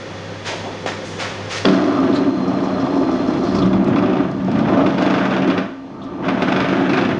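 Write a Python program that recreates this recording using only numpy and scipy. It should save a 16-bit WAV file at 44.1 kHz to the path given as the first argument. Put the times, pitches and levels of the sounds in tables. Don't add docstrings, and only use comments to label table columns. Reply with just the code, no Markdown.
import sys
import numpy as np
from scipy import signal
from scipy.fft import rfft, irfft
from scipy.io import wavfile
from scipy.ndimage import uniform_filter1d, map_coordinates

SR = 44100
rng = np.random.default_rng(int(sys.argv[2]) if len(sys.argv) > 2 else 0)


def waveform_to_disk(signal):
    frames = np.transpose(np.atleast_2d(signal))
    scaled = np.clip(frames, -1, 1) * 32767
    samples = np.round(scaled).astype(np.int16)
    wavfile.write(sys.argv[1], SR, samples)


N = 317079
T = np.arange(N) / SR
START_S, TURN_S = 1.646, 0.159

# time_s, level_db
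EFFORT = [(1.68, -23), (2.2, -24.5), (2.34, -31), (2.48, -25.5), (2.98, -24), (3.3, -26), (3.75, -25.5),
          (4.16, -23), (4.37, -33), (4.56, -27), (4.82, -15.5), (4.93, -25.5), (5.03, -21), (5.58, -25),
          (5.76, -43), (6.17, -35.5), (6.28, -24), (7.13, -26.5), (7.19, -32.5)]
# time_s, level_db
RUMBLE_LEVELS = [(1.68, -15.5), (2.24, -17.5), (2.34, -20.5), (2.75, -20), (2.97, -17.5), (3.33, -19),
                 (3.6, -18), (4.17, -17.5), (4.37, -28.5), (4.6, -19), (4.84, -14.5), (4.93, -23),
                 (5.1, -18), (5.35, -22.5), (5.5, -16.5), (5.78, -40), (6.17, -28.5), (6.27, -21),
                 (6.55, -22.5), (6.92, -17), (7.19, -22)]
# time_s, level_db
THRUM_LEVELS = [(1.68, -14.5), (1.9, -30), (2.12, -21.5), (2.3, -29), (2.45, -23.5), (3.15, -28.5),
                (3.45, -24), (3.67, -14.5), (4.35, -25), (4.52, -17), (4.95, -22), (5.62, -22), (5.74, -48),
                (6.0, -34.5), (6.17, -37.5), (6.28, -23), (7.19, -23)]
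# time_s, level_db
SHAKE_LEVELS = [(1.65, -61), (2.7, -46), (3.4, -41.5), (3.62, -33), (4.0, -46), (4.65, -42), (5.75, -61.5),
                (6.1, -47), (7.19, -55)]
# time_s, level_db
WHINE_LEVELS = [(1.65, -53), (2.05, -54), (3.4, -53), (3.9, -66), (5.8, -72), (7.19, -61)]
# pitch_hz, width_hz, gain_db
FRAME_MODES = [(253.6, 5.6, -2), (273.7, 9.4, 0.5), (295.1, 10.6, -3), (333.3, 12.2, -5), (379.6, 23, -9.5)]
# pitch_hz, width_hz, gain_db
THRUM_MODES = [(101.5, 16, -15.5), (138.5, 24, -10.5), (188.8, 6.3, 2), (226, 13.6, -5.5)]
# pitch_hz, width_hz, gain_db
BOWL_MODES = [(436.6, 27, 0.5), (526, 46, -4), (598.7, 22.8, 4), (676, 46, 1), (764, 73, -4),
              (887, 123, -7.5)]
# pitch_hz, width_hz, gain_db
RIM_MODES = [(1030, 36, -6.5), (1153, 53, -4.5), (1224, 24, -3.5), (1310, 25, -6)]
# start_s, level_db, rise_s, decay_s
RIM_SWELLS = [(1.88, -26, 0.035, 0.099), (3.5, -27.5, 0.076, .1), (3.945, -25.5, 0.03, 0.053),
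              (5.85, -40.5, 0.22, 0.39)]
# pitch_hz, level_db
SHAKE_COLOUR = [(20, -18.5), (42, -6), (57, 8), (80, 7.5), (120, -12), (250, -54), (1000, -96)]
# pitch_hz, level_db
GEAR_TONES = [(188.6, -15), (269.2, -2.5), (613.7, -27.5), (899, -19), (1174, -18)]
# pitch_hz, level_db
BEARING_TONES = [(3461, -9.5), (4097, -10), (4145, 4), (4290, -11.5), (4829, -19.5), (6140, -11.5)]

# time_s, level_db
GRIND_LEVELS = [(1.68, -27), (1.85, -34.5), (2.2, -35), (2.32, -42), (2.6, -37.5), (3.8, -38.5),
                (4.17, -33), (4.36, -44), (4.82, -28), (4.93, -34.5), (5.08, -29), (5.6, -30), (5.79, -57),
                (6.19, -47), (6.29, -27.5), (6.37, -32.5), (6.5, -28), (7.11, -28), (7.19, -37.5)]
# pitch_hz, level_db
GRIND_COLOUR = [(100, -12.5), (300, -1.5), (700, 2), (1000, 0), (1500, 2), (1900, -3.5), (2600, -8),
                (3500, -11.5), (4200, -23), (6500, -30.5), (8000, -47.5), (9700, -47), (11000, -71.5)]
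# first_s, last_s, count, first_db, last_db
SLIP_RUNS = [(3.547, 3.621, 3, -23, -42), (3.7286, 3.871, 2, -20, -23), (3.957, 3.982, 2, -16.5, -22.5),
             (4.023, 4.203, 6, -22, -24.5), (4.48, 4.59, 4, -29, -20.5), (4.684, 4.861, 3, -21, -16.5),
             (4.98, 5.179, 6, -15, -16.5), (5.252, 5.475, 5, -15, -17), (5.499, 5.578, 2, -16, -13.5),
             (6.252, 6.282, 2, -24.5, -14.5), (6.421, 6.482, 2, -12, -14.5), (6.52, 6.808, 8, -11.5, -25),
             (6.893, 7.089, 6, -11.5, -21.5)]
# pitch_hz, level_db
KNOCK_COLOUR = [(120, -23.5), (280, 16.5), (450, 11), (700, -1.5), (1400, 3.5), (2600, 6.5), (3600, -7),
                (4400, -8.5), (6500, -19.5), (8000, -44.5), (9700, -43), (11000, -50)]
# pitch_hz, width_hz, gain_db
MOUNT_MODES = [(705, 66, 7), (1197, 28, 11.5), (1290, 76, 2), (1567, 68, 9.5), (1790, 23, -5),
               (2500, 81, -14.5), (2400, 22, -14), (3300, 43, -23.5), (3366, 150, 0.5), (4100, 53, -21),
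               (4760, 48, -6.5)]
# start_s, level_db
THUMPS = [(2.094, -20), (2.26, -10.5), (2.413, -18), (2.48, -20), (2.963, -19), (3.011, -20), (3.282, -24),
          (3.425, -12), (3.622, -14.5), (4.026, -6), (4.477, -6)]
# time_s, level_db
RATTLE_LEVELS = [(1.65, -35.5), (2.35, -53), (2.6, -47.5), (3.6, -43), (3.8, -62.5), (5.1, -44.5),
                 (5.55, -52), (5.8, -80), (6.15, -66), (6.4, -52)]
# pitch_hz, width_hz, gain_db
SHAFT_MODES = [(2500, 130, -1), (3370, 230, 5), (4250, 200, 2.5), (4650, 200, 0.5), (5220, 540, -1.5),
               (6030, 180, -3.5), (6620, 360, -11), (9700, 1200, -33)]
# start_s, level_db, pitch_hz, decay_s
PINGS = [(1.656, -30, 4970, 0.0095), (2.125, -35.5, 3850, 0.038), (2.156, -34, 3880, 0.025),
         (2.148, -45, 6900, 0.029), (3.44, -42, 4600, 0.21), (3.548, -35, 5060, 0.025),
         (3.586, -30.5, 4420, 0.0064), (3.619, -33, 3340, 0.045), (3.657, -39, 5250, 0.0093),
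         (6.016, -45.5, 3440, 0.052), (6.037, -48, 5030, 0.013)]
# start_s, level_db
BLISTERS = [(3.7354, -37.5), (3.8437, -34.5), (3.8811, -33.5), (4.3131, -38), (4.4468, -42),
            (4.4807, -43.5), (4.5151, -35), (4.587, -35), (4.8708, -42), (5.022, -30), (5.1074, -35),
            (5.2544, -38), (5.4749, -39), (5.5807, -46)]
# pitch_hz, level_db
BLISTER_COLOUR = [(1000, -33.5), (2500, -8), (4500, 4), (6500, 1.5), (8000, -13), (9700, -18),
                  (11000, -43.5)]

# start_s, snap_db, thud_db
CLACKS = [(1.653, -3, -10), (1.685, -11, -19)]
# pitch_hz, width_hz, gain_db
SWITCH_MODES = [(453, 68, -8), (670, 58, 8), (1150, 150, -16), (1470, 240, -6), (2620, 330, -9.5),
                (3390, 180, -3), (4830, 280, -7.5), (5200, 380, -8.5)]
# pitch_hz, level_db
THUD_COLOUR = [(25, -19), (90, -17), (175, 4), (450, 7), (1200, -11.5), (3000, -24), (8000, -71)]
# start_s, level_db, rise_s, decay_s, pitch_hz
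SCUFFS = [(0.443, -24.5, 0.031, 0.081, 2370), (0.861, -17, 0.0013, 0.0053, 1130),
          (0.868, -23, 0.0074, 0.049, 1400), (1.04, -40.5, 0.018, 0.14, 7000),
          (1.181, -22.5, 0.029, 0.07, 1750), (1.489, -25.5, 0.031, 0.064, 2780),
          (1.541, -31.5, 0.039, 0.023, 3180)]
# pitch_hz, level_db
GRIT_COLOUR = [(300, -4), (700, -3.5), (1500, -4), (3000, -7.5), (5000, -9), (6500, -9), (8000, -21),
               (9700, -22), (11000, -45.5)]
# start_s, level_db, decay_s
HEELS = [(0.482, -26.5, 0.13), (0.635, -29.5, 0.05), (0.86, -13.5, 0.0021), (0.869, -27, 0.017),
         (1.2, -33, 0.036), (1.39, -31.5, 0.067)]
# pitch_hz, level_db
HEEL_COLOUR = [(80, -26), (170, -9.5), (320, 5), (550, 1.5), (900, 1), (2000, -36), (8000, -68)]
# time_s, level_db
BACKGROUND_LEVELS = [(0, -1), (.5, -1), (1.63, 1.5), (1.72, -5.5), (4.3, -13.5), (6.1, -17.5),
                     (7.19, -10.5)]
# pitch_hz, level_db
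AIR_COLOUR = [(25, -21.5), (70, -18.5), (110, -9), (170, -13), (400, -7), (650, -12.5), (1100, -15.5),
              (1900, -18), (3400, -24), (4800, -26.5), (6400, -30.5), (8000, -45.5), (9700, -48),
              (11000, -70)]
# pitch_hz, width_hz, gain_db
DUCT_MODES = [(106, 6, -3.5), (165, 8.2, 4.5), (206, 21, 0), (315, 59, -5), (399, 17, -3), (452, 37, -10),
              (515.4, 23, 1.5), (1847, 25, -9.5), (3404, 81, -11.5)]
# pitch_hz, level_db
COOLER_TONES = [(100.8, -37.5), (520, -53.5), (543, -43)]


def drive(slips):
    effort_db = curve(EFFORT)
    effort_db -= effort_db[T > START_S].mean()
    easing_db = T[T > START_S].mean() - T
    jolts = np.minimum(swells([(s, 0) for s, db in slips + THUMPS], rise_s=0.003, decay_s=0.016), 1)
    surge = from_db(5.5 * (jolts - uniform_filter1d(jolts, size=4096)) + 0.24 * shaft_turn())
    throb_db = 0.7 * shaft_turn() + 1.06 * drift(per_s=20)
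    teeth = grains(per_s=900, spread_db=2.5)
    frame = from_db(curve(RUMBLE_LEVELS) + throb_db) * steady(resonate(teeth, FRAME_MODES), span_s=0.045)
    thrum = from_db(curve(THRUM_LEVELS)) * steady(resonate(teeth, THRUM_MODES), span_s=0.11)
    bowl = from_db(-27 + effort_db) * steady(resonate(teeth, BOWL_MODES), span_s=0.042)
    singing = sum(from_db(db) * swell(s, rise_s, decay_s) for s, db, rise_s, decay_s in RIM_SWELLS)
    rim_level = np.hypot(from_db(-36 + effort_db + easing_db), singing)
    rim = rim_level * steady(resonate(teeth, RIM_MODES), span_s=0.3)
    shake = from_db(curve(SHAKE_LEVELS)) * steady(coloured(noise(), SHAKE_COLOUR), span_s=0.2)
    hum = tones(GEAR_TONES, wander=0.0037, flutter_db=2.5, flutter_per_s=9.8)
    hum *= from_db(-29.5 + 0.2 * effort_db + easing_db)
    whine = tones(BEARING_TONES, wander=0.00099, flutter_db=2.5, flutter_per_s=30)
    whine *= from_db(curve(WHINE_LEVELS))
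    return surge * (frame + bowl + rim) + thrum + shake + hum + whine


def bowl_chatter(slips):
    rubbing = from_db(curve(GRIND_LEVELS) + 2 * drift(per_s=25)) * grains(per_s=3000, spread_db=-3.5)
    grinding = from_db(2.5) * coloured(rubbing, GRIND_COLOUR)
    bursts = swells(slips, rise_s=0.00082, decay_s=0.018) * grains(per_s=5000, spread_db=3.3)
    snaps = swells(slips, rise_s=0.00068, decay_s=0.0046) * noise()
    ringing = resonate(from_db(0.5) * snaps + bursts, MOUNT_MODES)
    crunch = coloured(from_db(-7) * bursts + from_db(-9) * snaps, KNOCK_COLOUR)
    return kitchen(grinding + crunch + ringing, echo_db=-8)


def bowl_slips(uneven_db=1.8):
    runs = [np.linspace((first_s, first_db), (last_s, last_db), count)
            for first_s, last_s, count, first_db, last_db in SLIP_RUNS]
    return [(s, db + uneven_db * rng.standard_normal()) for s, db in np.vstack(runs)]


def frame_thumps():
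    pushes = swells(THUMPS, rise_s=0.00063, decay_s=0.011)
    frame = from_db(27) * resonate(pushes * noise(), FRAME_MODES)
    bowl = from_db(4.5) * resonate(pushes * noise(), BOWL_MODES)
    return frame + bowl


def shaft():
    rattle = unit_level(resonate(grains(per_s=1100, spread_db=2), SHAFT_MODES))
    rattle *= from_db(curve(RATTLE_LEVELS) + 0.5 * shaft_turn())
    ticks = [(2.478 + turn * TURN_S, -45, 5330, 0.03) for turn in range(7)]
    pings, hiss = np.zeros(N), noise()
    for s, db, hz, decay_s in PINGS + ticks:
        near = slice(int(s * SR), int(s * SR) + SR // 3)
        ring = unit_level(resonate(hiss[near], [(hz, 700, 0)]))
        pings[near] += from_db(db) * swell(s, 0.0015, decay_s)[near] * ring
    return rattle + pings


def shaft_turn(peak_s=2.98):
    return np.cos(2 * np.pi * (T - peak_s) / TURN_S)


def dough():
    ticks = from_db(-3) * swells(BLISTERS, rise_s=0.0005, decay_s=0.0032)
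    return kitchen(coloured(ticks * noise(), BLISTER_COLOUR), echo_db=-5)


def switch():
    snap = sum(from_db(snap_db) * swell(s, 0.00024, 0.0024) for s, snap_db, _ in CLACKS)
    jolt = sum(from_db(thud_db) * swell(s - 0.005, 0.0012, 0.016) for s, _, thud_db in CLACKS)
    case = from_db(12.5) * resonate(snap * noise(), SWITCH_MODES)
    case = signal.sosfilt(signal.butter(6, 5600, fs=SR, output="sos"), case)
    thud = coloured(jolt * grains(per_s=2100, spread_db=2), THUD_COLOUR)
    return kitchen(case + thud, echo_db=-29)


def shoes():
    grit = coloured(grains(per_s=9100, spread_db=2), GRIT_COLOUR)
    scuffs = np.zeros(N)
    for s, db, rise_s, decay_s, hz in SCUFFS:
        band = signal.butter(1, [hz / 2, min(hz * 2, SR / 3)], "band", fs=SR)
        scuffs += from_db(db) * swell(s, rise_s, decay_s) * unit_level(signal.lfilter(*band, grit))
    heels = sum(from_db(db) * swell(s, 0.0012, decay_s) for s, db, decay_s in HEELS)
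    return kitchen(scuffs + coloured(heels * noise(), HEEL_COLOUR), echo_db=-6.5)


def cooler():
    air = from_db(-31.5) * coloured(noise(), AIR_COLOUR)
    duct = from_db(-34.5) * unit_level(resonate(noise(), DUCT_MODES))
    hum = tones(COOLER_TONES, wander=0.0019, flutter_db=2, flutter_per_s=9)
    return from_db(curve(BACKGROUND_LEVELS)) * (air + duct + hum)


def kitchen(x, echo_db, fade_s=0.55):
    t = T[:SR // 2]
    tail = rng.standard_normal(len(t)) * from_db(-60 * t / fade_s) * (t > 0.005)
    return x + from_db(echo_db) * signal.fftconvolve(x, tail / np.linalg.norm(tail))[:N]


def resonate(x, modes):
    out = 0
    for k, (hz, width_hz, db) in enumerate(modes):
        fade = np.exp(-np.pi * width_hz / SR)
        feedback = [1, -2 * fade * np.cos(2 * np.pi * hz / SR), fade * fade]
        ring = signal.lfilter([1, 0, -1], feedback, x + 1e-18)
        out += (-1) ** k * from_db(db) * (1 - fade * fade) / 2 * ring
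    edges_hz = [modes[0][0] * 0.7, modes[-1][0] * 1.35]
    return signal.sosfilt(signal.butter(2, edges_hz, "band", fs=SR, output="sos"), out)


def coloured(x, colour, size=8192):
    hz, db = np.transpose(colour)
    log_hz = np.log(np.maximum(np.arange(size // 2 + 1) * SR / size, 1))
    gains = unit_level(from_db(np.interp(log_hz, np.log(hz), db)))
    cepstrum = irfft(np.log(gains))
    cepstrum[1:size // 2] *= 2
    cepstrum[size // 2 + 1:] = 0
    return signal.oaconvolve(x, irfft(np.exp(rfft(cepstrum))))[:N]


def tones(notes, wander, flutter_db, flutter_per_s):
    clock_s = T + np.cumsum(wander * drift(per_s=4)) / SR
    out = np.zeros(N)
    for hz, db in notes:
        level = from_db(db + flutter_db * drift(flutter_per_s))
        out += level * np.sqrt(2) * np.sin(2 * np.pi * (hz * clock_s + rng.random()))
    return out


def grains(per_s, spread_db):
    sizes = from_db(spread_db * np.minimum(rng.exponential(1, N), 4)) * rng.choice([-1, 1], N)
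    return unit_level(sizes * (rng.random(N) < per_s / SR))


def swell(start_s, rise_s, decay_s, length_s=1):
    out = np.zeros(N)
    near = slice(int(start_s * SR), int(start_s * SR) + int(length_s * SR))
    t = T[near] - start_s
    out[near] = np.clip(t / rise_s, 0, 1) * np.exp(-np.maximum(t - rise_s, 0) / decay_s)
    return out


def swells(events, rise_s, decay_s):
    return sum(from_db(db) * swell(s, rise_s, decay_s, length_s=0.2) for s, db in events)


def steady(x, span_s):
    return x / np.sqrt(uniform_filter1d(x * x, int(span_s * SR)) + 1e-12)


def drift(per_s):
    coarse_s = T[::64]
    wobble = map_coordinates(rng.standard_normal(4096), [coarse_s * per_s * 2], order=3, mode="wrap")
    return np.interp(T, coarse_s, unit_level(wobble))


def curve(rows):
    return np.interp(T, *np.transpose(rows))


def noise():
    return rng.standard_normal(N)


def unit_level(x):
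    return x / np.sqrt(np.mean(x ** 2) + 1e-20)


def from_db(db):
    return 10 ** (np.asarray(db) / 20)


def round_peaks(x, limit, hardness):
    return x / (1 + np.abs(x / limit) ** hardness) ** (1 / hardness)


def scene():
    running = np.clip((T - START_S) / 0.0079, 0, 1)
    slips = bowl_slips()
    mixer = running * (drive(slips) + frame_thumps() + shaft() + bowl_chatter(slips) + dough())
    mixer = round_peaks(mixer, limit=0.7, hardness=4)
    return (cooler() + shoes() + switch() + mixer)[None, :]


def record(dry):
    treble_cut = signal.ellip(14, 0.2, 120, 10900, fs=SR, output="sos")
    return signal.sosfilt(treble_cut, round_peaks(dry, limit=0.92, hardness=6))


dry = scene()
out = record(dry)
waveform_to_disk(out)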